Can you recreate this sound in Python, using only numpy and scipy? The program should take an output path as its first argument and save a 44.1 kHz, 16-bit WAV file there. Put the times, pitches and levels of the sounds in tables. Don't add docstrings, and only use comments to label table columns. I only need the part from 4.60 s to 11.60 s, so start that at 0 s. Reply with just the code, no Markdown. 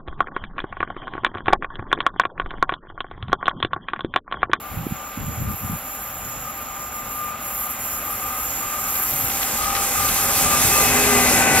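import sys
import numpy as np
from scipy import signal
from scipy.fft import rfft, irfft, next_fast_len
from scipy.io import wavfile
from scipy.ndimage import uniform_filter1d, map_coordinates

SR = 44100
rng = np.random.default_rng(int(sys.argv[2]) if len(sys.argv) > 2 else 0)


def elevation(decibels):
    levels = np.asarray(decibels, float)
    return 10 ** (levels / 20)


def master(y):
    cut = np.clip(np.atleast_2d(y).T, -1, 1)
    pcm = np.round(cut * 32767)
    wavfile.write(sys.argv[1], SR, pcm.astype(np.int16))


N = 308700
TIME_S = np.arange(N) / SR
PORT_SIDE = np.array([[.5], [-.5]])

# time in seconds, rolling noise level in dB.
APPROACH = [(0, -44.5), (.6, -43.5), (2.46, -42), (3.4, -39.5), (4.3, -37.5), (4.9, -34), (5.55, -31),
            (6.28, -23.5), (7, -19)]
# frequency in Hz, likeness of the two ports from 0 to 1,
# lead of the left in radians, left over right in dB.
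FAR_PORTS = [(60, .9995, 0, 0), (300, .995, .04, 0), (900, .97, .1, -1), (1200, .9, .7, 5),
             (1500, .9, .15, -1), (3000, .8, .2, -1), (4200, .6, .3, -1), (4900, .95, .1, 0),
             (6000, .3, 1, -1)]
# frequency in Hz, level in dB per Hz.
LOW_SHAKE = [(25, -13), (60, -5), (110, -2), (220, -9.5), (320, -20), (500, -30)]


def unit(x):
    return x / np.sqrt(np.mean(x ** 2) + 1e-20)


def along(points, hz):
    f, *cols = np.transpose(points)
    return [np.interp(np.log(hz + 1), np.log(f + 1), c) for c in cols]


def curves(rows):
    s, *cols = np.transpose(rows)
    return [np.interp(TIME_S, s, c) for c in cols]


def wobble(rate):
    knots = rng.standard_normal(int(N * rate / SR) + 4)
    return map_coordinates(knots, [np.arange(N) * rate / SR])


def bump(s, half_s):
    return np.exp(-((TIME_S - s) / half_s) ** 2)


def swell(s, length_s, power):
    u = np.linspace(0, 1, 41)
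    return np.interp(TIME_S, s + length_s * u, np.abs(np.sin(np.pi * u)) ** power, left=0, right=0)


def colour(points):
    return lambda hz: elevation(along(points, hz)[0]) * (hz > points[0][0]) * (hz < points[-1][0])


def bands(modes):
    def gain(hz):
        return np.sqrt(sum(elevation(2 * db) / (1 + ((hz - c) / w) ** 2 / 2) ** 3 for c, w, db in modes))
    return gain


def at_ports(three, gain, ports):
    m = next_fast_len(N + 8192)
    hz = np.fft.rfftfreq(m, 1 / SR)
    alike, lead, db = along(ports, hz)
    alike = np.clip(alike, 0, 1)
    z = rfft(three, m) * gain(hz)
    shared = np.sqrt(alike) * z[0] * np.exp(1j * lead * PORT_SIDE)
    mix = shared + np.sqrt(1 - alike) * z[1:]
    return irfft(mix * elevation(db * PORT_SIDE), m)[:, :N]


def rush(gain, ports, patchy_db):
    z = signal.stft(rng.standard_normal((3, N)), nperseg=512)[2]
    patches = uniform_filter1d(rng.standard_normal(z.shape[1:]), 8, 0)
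    patches = uniform_filter1d(patches, 10, 1)
    noise = signal.istft(z * elevation(patchy_db * unit(patches)), nperseg=512)[1][:, :N]
    return unit(at_ports(noise, gain, ports))


def tone(hz, width_hz, clean):
    clean = np.clip(clean, 0, 1)
    noise = unit(wobble(width_hz)) + 1j * unit(wobble(width_hz))
    size = np.sqrt(clean) + np.sqrt((1 - clean) / 2) * noise
    return np.sqrt(2) * size * np.exp(2j * np.pi * np.cumsum(hz + np.zeros(N)) / SR)


def placed(line, lead, db):
    return np.real(line * np.exp(1j * lead * PORT_SIDE)) * elevation(db * PORT_SIDE)


def nearness():
    far_db, span_db = -44, 24
    return np.clip((curves(APPROACH)[0] - far_db) / span_db, 0, 1)


def rail_dropout_db():
    # time in seconds, depth in dB, half length in seconds.
    dips = [(0.868, 5, 0.021), (2.308, 6, .015), (2.428, 7, 0.014), (2.754, 12, 0.066), (3.086, 6, 0.012),
            (3.173, 7, 0.034), (5.88, 10, .03), (5.98, 7, 0.028), (6.444, 2, 0.091), (6.87, 35, 0.046)]
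    return sum(db * bump(s, half_s) for s, db, half_s in dips)


def field():
    # frequency in Hz, level in dB per Hz.
    murmur = [(45, -8), (90, -2), (300, -18.5), (600, -1.5), (900, -8), (1600, -10)]
    return elevation(-46) * rush(colour(murmur), FAR_PORTS, patchy_db=1.5)


def wind():
    # start in seconds, length in seconds, level in dB.
    gusts = [(0.087, 0.28, -28.5), (0.57, 0.19, -26), (0.751, .21, -24), (1.003, 0.18, -27),
             (1.317, 0.072, -49), (1.503, 0.39, -39), (2.002, 0.13, -39.5), (2.28, .1, -62),
             (4.512, 0.15, -32), (5.358, 0.34, -34), (5.76, 0.31, -26), (6.024, 0.18, -32)]
    # time in seconds, peak in dB, pitch in Hz, sign and size of the swing.
    pops = [
        (0.176, -16.5, 111, -0.87),
        (0.2683, -11.5, 278, 0.64),
        (0.311, -25, 250, 0.91),
        (0.3245, -16, 157, 1),
        (0.577, -18.5, 203, 0.77),
        (0.682, -25, 170, -1.4),
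        (0.6925, -23, 130, 0.66),
        (1.1, -17.5, 170, 0.83),
        (1.133, -22, 150, 1),
    ]
    ports = [(30, .99, 0, 0), (120, .82, .3, 0), (300, .5, .5, 0)]
    gust = sum(elevation(db) * swell(s, length_s, power=0.37) for s, length_s, db in gusts)
    lumps = elevation(1.1 * wobble(45) + 1.4 * wobble(23))
    buffet = gust * unit(lumps * rush(colour(LOW_SHAKE), ports, patchy_db=2.0))
    eddies = np.zeros(N)
    for s, db, hz, sign in pops:
        start = round(s * SR) - 900
        u = 2 * np.pi * hz * (TIME_S[start:][:1800] - s)
        eddies[start:][:1800] += sign * elevation(db) * np.sin(u) * np.exp(-(u / 3.45) ** 2) * 1.15
    return .7 * buffet + eddies * elevation([[-2.5], [2]])


def rolling():
    # frequency in Hz, level in dB per Hz.
    far_roar = [(25, -12), (53, -7), (104, -11.5), (146, -16.5), (248, -9.5), (341, -18.5), (420, -20),
                (550, -12), (660, -17.5), (779, -10), (958, -14.5), (1210, -8.5), (1820, -18), (2450, -16),
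                (7200, -40)]
    near_roar = [(28, -28), (55, -5), (200, -8), (600, -4.5), (1500, -9.5), (2600, -6), (3200, -20.5),
                 (5000, -28), (7000, -36)]
    # frequency in Hz, likeness from 0 to 1, left lead in radians, left over right in dB.
    near_ports = [(60, .999, .02, 0), (200, .995, .08, .5), (500, .97, .35, 3.5), (2200, .82, 1, 7),
                  (3500, .6, 1.3, 3), (5000, .65, 2.3, 3)]
    level_db, = curves(APPROACH)
    near = nearness()
    far_part = np.sqrt(1 - near) * elevation(6.0) * rush(colour(far_roar), FAR_PORTS, patchy_db=-0.57)
    near_part = np.sqrt(near) * elevation(1.0) * rush(colour(near_roar), near_ports, patchy_db=0.7)
    onset = np.clip(8 * (TIME_S - 6.1), 0, 1)
    rumble = onset * elevation(-38.5 + 2.5 * wobble(9)) * rush(colour(LOW_SHAKE), near_ports, patchy_db=0.5)
    return elevation(level_db + 0.31 * wobble(12)) * (far_part + near_part) + rumble


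def wheel_hiss():
    # frequency in Hz, level in dB per Hz.
    spectrum = [(2500, -12), (3500, -4), (5000, -3.5), (7200, 4), (8100, -2), (8800, 0.5), (9500, -2.5),
                (10000, 1), (10600, 2), (11400, 1.5), (12500, -5.5), (13500, -5), (14000, -5),
                (14600, -6.5), (15700, -12)]
    # frequency in Hz, likeness from 0 to 1, left lead in radians, left over right in dB.
    ports = [(2500, 0.66, .4, -2), (3330, 1, 0.44, 5.5), (3900, 0.99, 1.7, 3), (5300, 0.4, 2, 1.5),
             (6550, 0.94, 2.2, 0.5), (7660, 0.85, 4.4, -5.5), (8930, 0.7, 5.84, -2), (10280, 0.62, 4.5, 0),
             (14800, 0.54, 7.8, 2)]
    short = np.clip(.75 - nearness(), 0, 1)
    hiss_db = -29.5 - 59 * short ** 1.74 - 0.3 * rail_dropout_db() * (0.46 + short)
    return elevation(hiss_db + 10.5 + 0.8 * wobble(14)) * rush(colour(spectrum), ports, patchy_db=1.0)


def knocks():
    # time in seconds, peak in dB.
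    hits = [(4.355, -18.5), (4.698, -17), (4.7167, -17), (4.7686, -21), (4.817, -14), (4.8288, -12),
            (5.0429, -16), (5.1008, -22), (5.1506, -11.5), (5.1644, -15), (5.487, -10), (6.01, -23)]
    x, t = np.zeros((3, N)), np.arange(SR // 20) / SR
    burst = t / .0022 * np.exp(1 - t / .0022)
    rattle = elevation(-14 - 60 * t / .09)
    for s, db in hits:
        grains = rng.standard_normal((3, len(t)))
        x[:, round(s * SR):][:, :len(t)] += elevation(db - 11.5) * (burst + rattle) * grains
    spectrum = colour([(800, -19), (2000, 12), (5500, 3.0), (9000, -10), (15000, -16)])
    return at_ports(x, spectrum, [(800, 0.18, 0.61, 1.5), (9000, 0.35, 2.3, 0.5)])


def passing_ring(ahead_db, hz, width_hz, peak_db, peak_s):
    since = TIME_S - peak_s
    rise_db = np.maximum(17 * since, ahead_db + 4 * since)
    fall_db = -23 * since
    level = elevation(peak_db + np.minimum(rise_db, fall_db))
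    return placed(level * tone(hz, width_hz, clean=0.77), lead=0.11 + hz[0] / 2200, db=1.5)


def wheels_and_motor():
    # frequency in Hz, width in Hz, peak in dB, loudest moment in seconds.
    wheel_modes = [
        (1558, 30, -25.5, 6.93),
        (2045, 24, -27, 6.7),
        (2580, 26, -30.5, 6.27),
    ]
    gears = [
        (248.7, 8, -26, 6.82),
        (412, 8, -29, 6.61),
    ]
    # time in seconds, pitch ratio.
    pitch_drop = [(6.2, 1), (6.5, .994), (6.8, .979), (7, .96)]
    # time in seconds, rise in dB, half length in seconds.
    clear_moments = [
        (4.75, 2, 0.14),
        (5.15, 10, 0.11),
        (6.968, 7.5, 0.089),
    ]
    doppler, = curves(pitch_drop)
    rings = sum(passing_ring(-12, hz * doppler, *row) for hz, *row in wheel_modes)
    rings = rings + sum(passing_ring(-23, hz * np.sqrt(doppler), *row) for hz, *row in gears)
    clear = np.clip(TIME_S - 3.6, .2, 1) * elevation(sum(db * bump(s, half_s) for s, db, half_s in clear_moments))
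    hum = 0.57 * clear * tone(795 * doppler, width_hz=7, clean=1.0)
    hum = hum + 0.55 * tone(775, width_hz=70, clean=0.01)
    return rings + placed(elevation(-43.5 + 17 * nearness()) * hum, lead=0.2, db=2.0)


def rail_singing():
    # time in seconds, level in dB.
    vibration = [(0, -38), (.4, -39), (.8, -36), (.95, -33), (1.5, -32.5), (2, -36), (2.28, -34),
                 (2.55, -31.5), (3.02, -26), (3.6, -29.5), (3.85, -27.5), (4.23, -28.5), (4.44, -22),
                 (4.75, -24), (5.1, -29.5), (5.5, -23.5), (6.1, -22), (7, -32)]
    # frequency in Hz, width in Hz, level in dB.
    low_modes = [(5520, 100, -3), (6250, 1300, -17.5), (6700, 160, -8), (6940, 200, 4.5), (7310, 100, 4.5),
                 (7580, 130, -4)]
    high_modes = [(8590, 150, -22), (9540, 81, -11), (10100, 110, -17.5), (10920, 140, -1.5),
                  (10950, 130, -8), (11960, 180, -6), (12340, 200, 6.5), (12860, 160, 2.5),
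                  (13100, 230, -2.5), (13600, 170, -2), (15100, 300, -11.5), (15300, 230, -7),
                  (15600, 200, -9)]
    # frequency in Hz, level in dB.
    sharp_modes = [(10910, -11), (11215, -12.5), (11760, -13), (12060, -23), (12280, -19), (12600, -21),
                   (12780, -9), (13190, -22)]
    # frequency in Hz, likeness from 0 to 1, left lead in radians, left over right in dB.
    ports = [(5500, 0.55, 3.3, 1), (6000, 0.22, 5.6, -3), (6500, 1, 3.47, -3), (7360, 0.92, 4.02, -8.5),
             (7600, 0.99, 4.47, 1), (9500, 0.63, 5.3, -12), (10500, 1, 6.28, -5), (15000, 0.6, 6.28, 6)]
    sing_db, = curves(vibration)
    drop_db = rail_dropout_db()
    near = nearness()
    high_db = sing_db - drop_db
    low_db = -52.5 + 0.12 * (sing_db + 36.5) + 17.5 * near ** 0.33
    low_db = low_db - 0.58 * (1 - near) * drop_db + 1.36 * wobble(7.5)
    flicker = 0.67 * wobble(14) + 0.47 * wobble(40)
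    high = elevation(high_db - 1.66 + flicker) * rush(bands(high_modes), ports, patchy_db=1.0)
    low = elevation(low_db + 6.5 + 0.3 * flicker) * rush(bands(low_modes), ports, patchy_db=-0.5)
    lines = sum(elevation(db + 0.7 * wobble(2.17)) * np.real(tone(hz, 45, clean=0.038)) for hz, db in sharp_modes)
    return high + low + elevation(high_db - 8.0 + flicker) * lines


def rail_whine():
    # start in seconds, length in seconds, whine level in dB, side tone level in dB.
    whine_beats = [(-.06, 0.2, -42, -55), (0.167, 0.12, -47, -53), (0.36, .24, -39, -63),
                   (0.613, 0.15, -39, -58), (.81, 0.15, -39, -52), (.97, 0.21, -38, -55),
                   (1.215, .11, -42, -55), (1.327, 0.48, -40.5, -50), (1.84, 0.085, -38, -35),
                   (1.944, 0.11, -41, -51), (2.05, 0.41, -37.5, -43), (2.456, 0.31, -34.5, -36.5),
                   (2.74, 0.23, -40.5, -38), (2.94, .25, -39, -35), (3.24, 0.19, -40, -37.5),
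                   (3.433, 0.13, -35, -33), (3.594, 0.31, -35.5, -33), (4.006, 0.21, -32, -33),
                   (4.18, .3, -38, -30.5), (4.547, 0.39, -49, -32), (4.97, 0.33, -31, -27),
                   (5.324, 0.18, -30, -31), (5.55, 0.27, -36, -30.5), (5.835, 0.25, -27.5, -33),
                   (6.103, 0.18, -28.5, -45), (6.453, 0.23, -30, -44), (6.924, .16, -42, -43)]
    # time in seconds, pitch in Hz.
    pitch = [(0, 1197), (1, 1204), (1.7, 1209), (2.5, 1209), (3.4, 1212), (4.1, 1205), (4.5, 1210),
             (5, 1206), (6, 1201), (7, 1204)]
    sleeper_hz = 43.65
    rest = elevation(-69 + 5 * nearness())
    swells = sum(elevation([[db], [side_db]]) * swell(s, length_s, power=0.32)
                 for s, length_s, db, side_db in whine_beats)
    gain, side = rest + swells
    hz, = curves(pitch)
    whine = gain * tone(hz, width_hz=12, clean=0.82)
    upper = side * elevation(-7.0) * tone(hz + sleeper_hz, width_hz=15, clean=0.42)
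    lower = side * elevation(-11.0) * tone(hz - sleeper_hz, width_hz=20, clean=0.21)
    return placed(whine + upper + lower, lead=1.0, db=6.5)


def scene():
    background = field() + wind()
    train = rolling() + wheel_hiss() + knocks() + wheels_and_motor()
    return background + train + rail_singing() + rail_whine()


def band_limit(x):
    return signal.sosfilt(signal.butter(12, 17080, fs=SR, output="sos"), x)


def record(dry):
    mid, side = (dry[0] + dry[1]) / 2, (dry[0] - dry[1]) / 2
    hz, t, z = signal.stft([mid, side], SR, nperseg=1024)
    kept = rng.random((len(hz) // 14 + 1, len(t) // 4 + 1)) < .16
    kept = np.kron(kept, np.ones((14, 4)))[:len(hz), :len(t)]
    z[1] *= kept + (hz < 9650)[:, None] > 0
    power = uniform_filter1d(uniform_filter1d(np.abs(z) ** 2, 5, 1), 2, 2)
    ungated = (hz < 7750) | (hz > 10600)
    z *= (power > elevation(2 * -72.8)) + ungated[:, None] > 0
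    z = z * (hz < 15750)[:, None]
    mid, side = signal.istft(z, SR, nperseg=1024)[1][:, :N]
    return band_limit(np.array([mid + side, mid - side]))


dry = scene()
out = record(dry)
master(out)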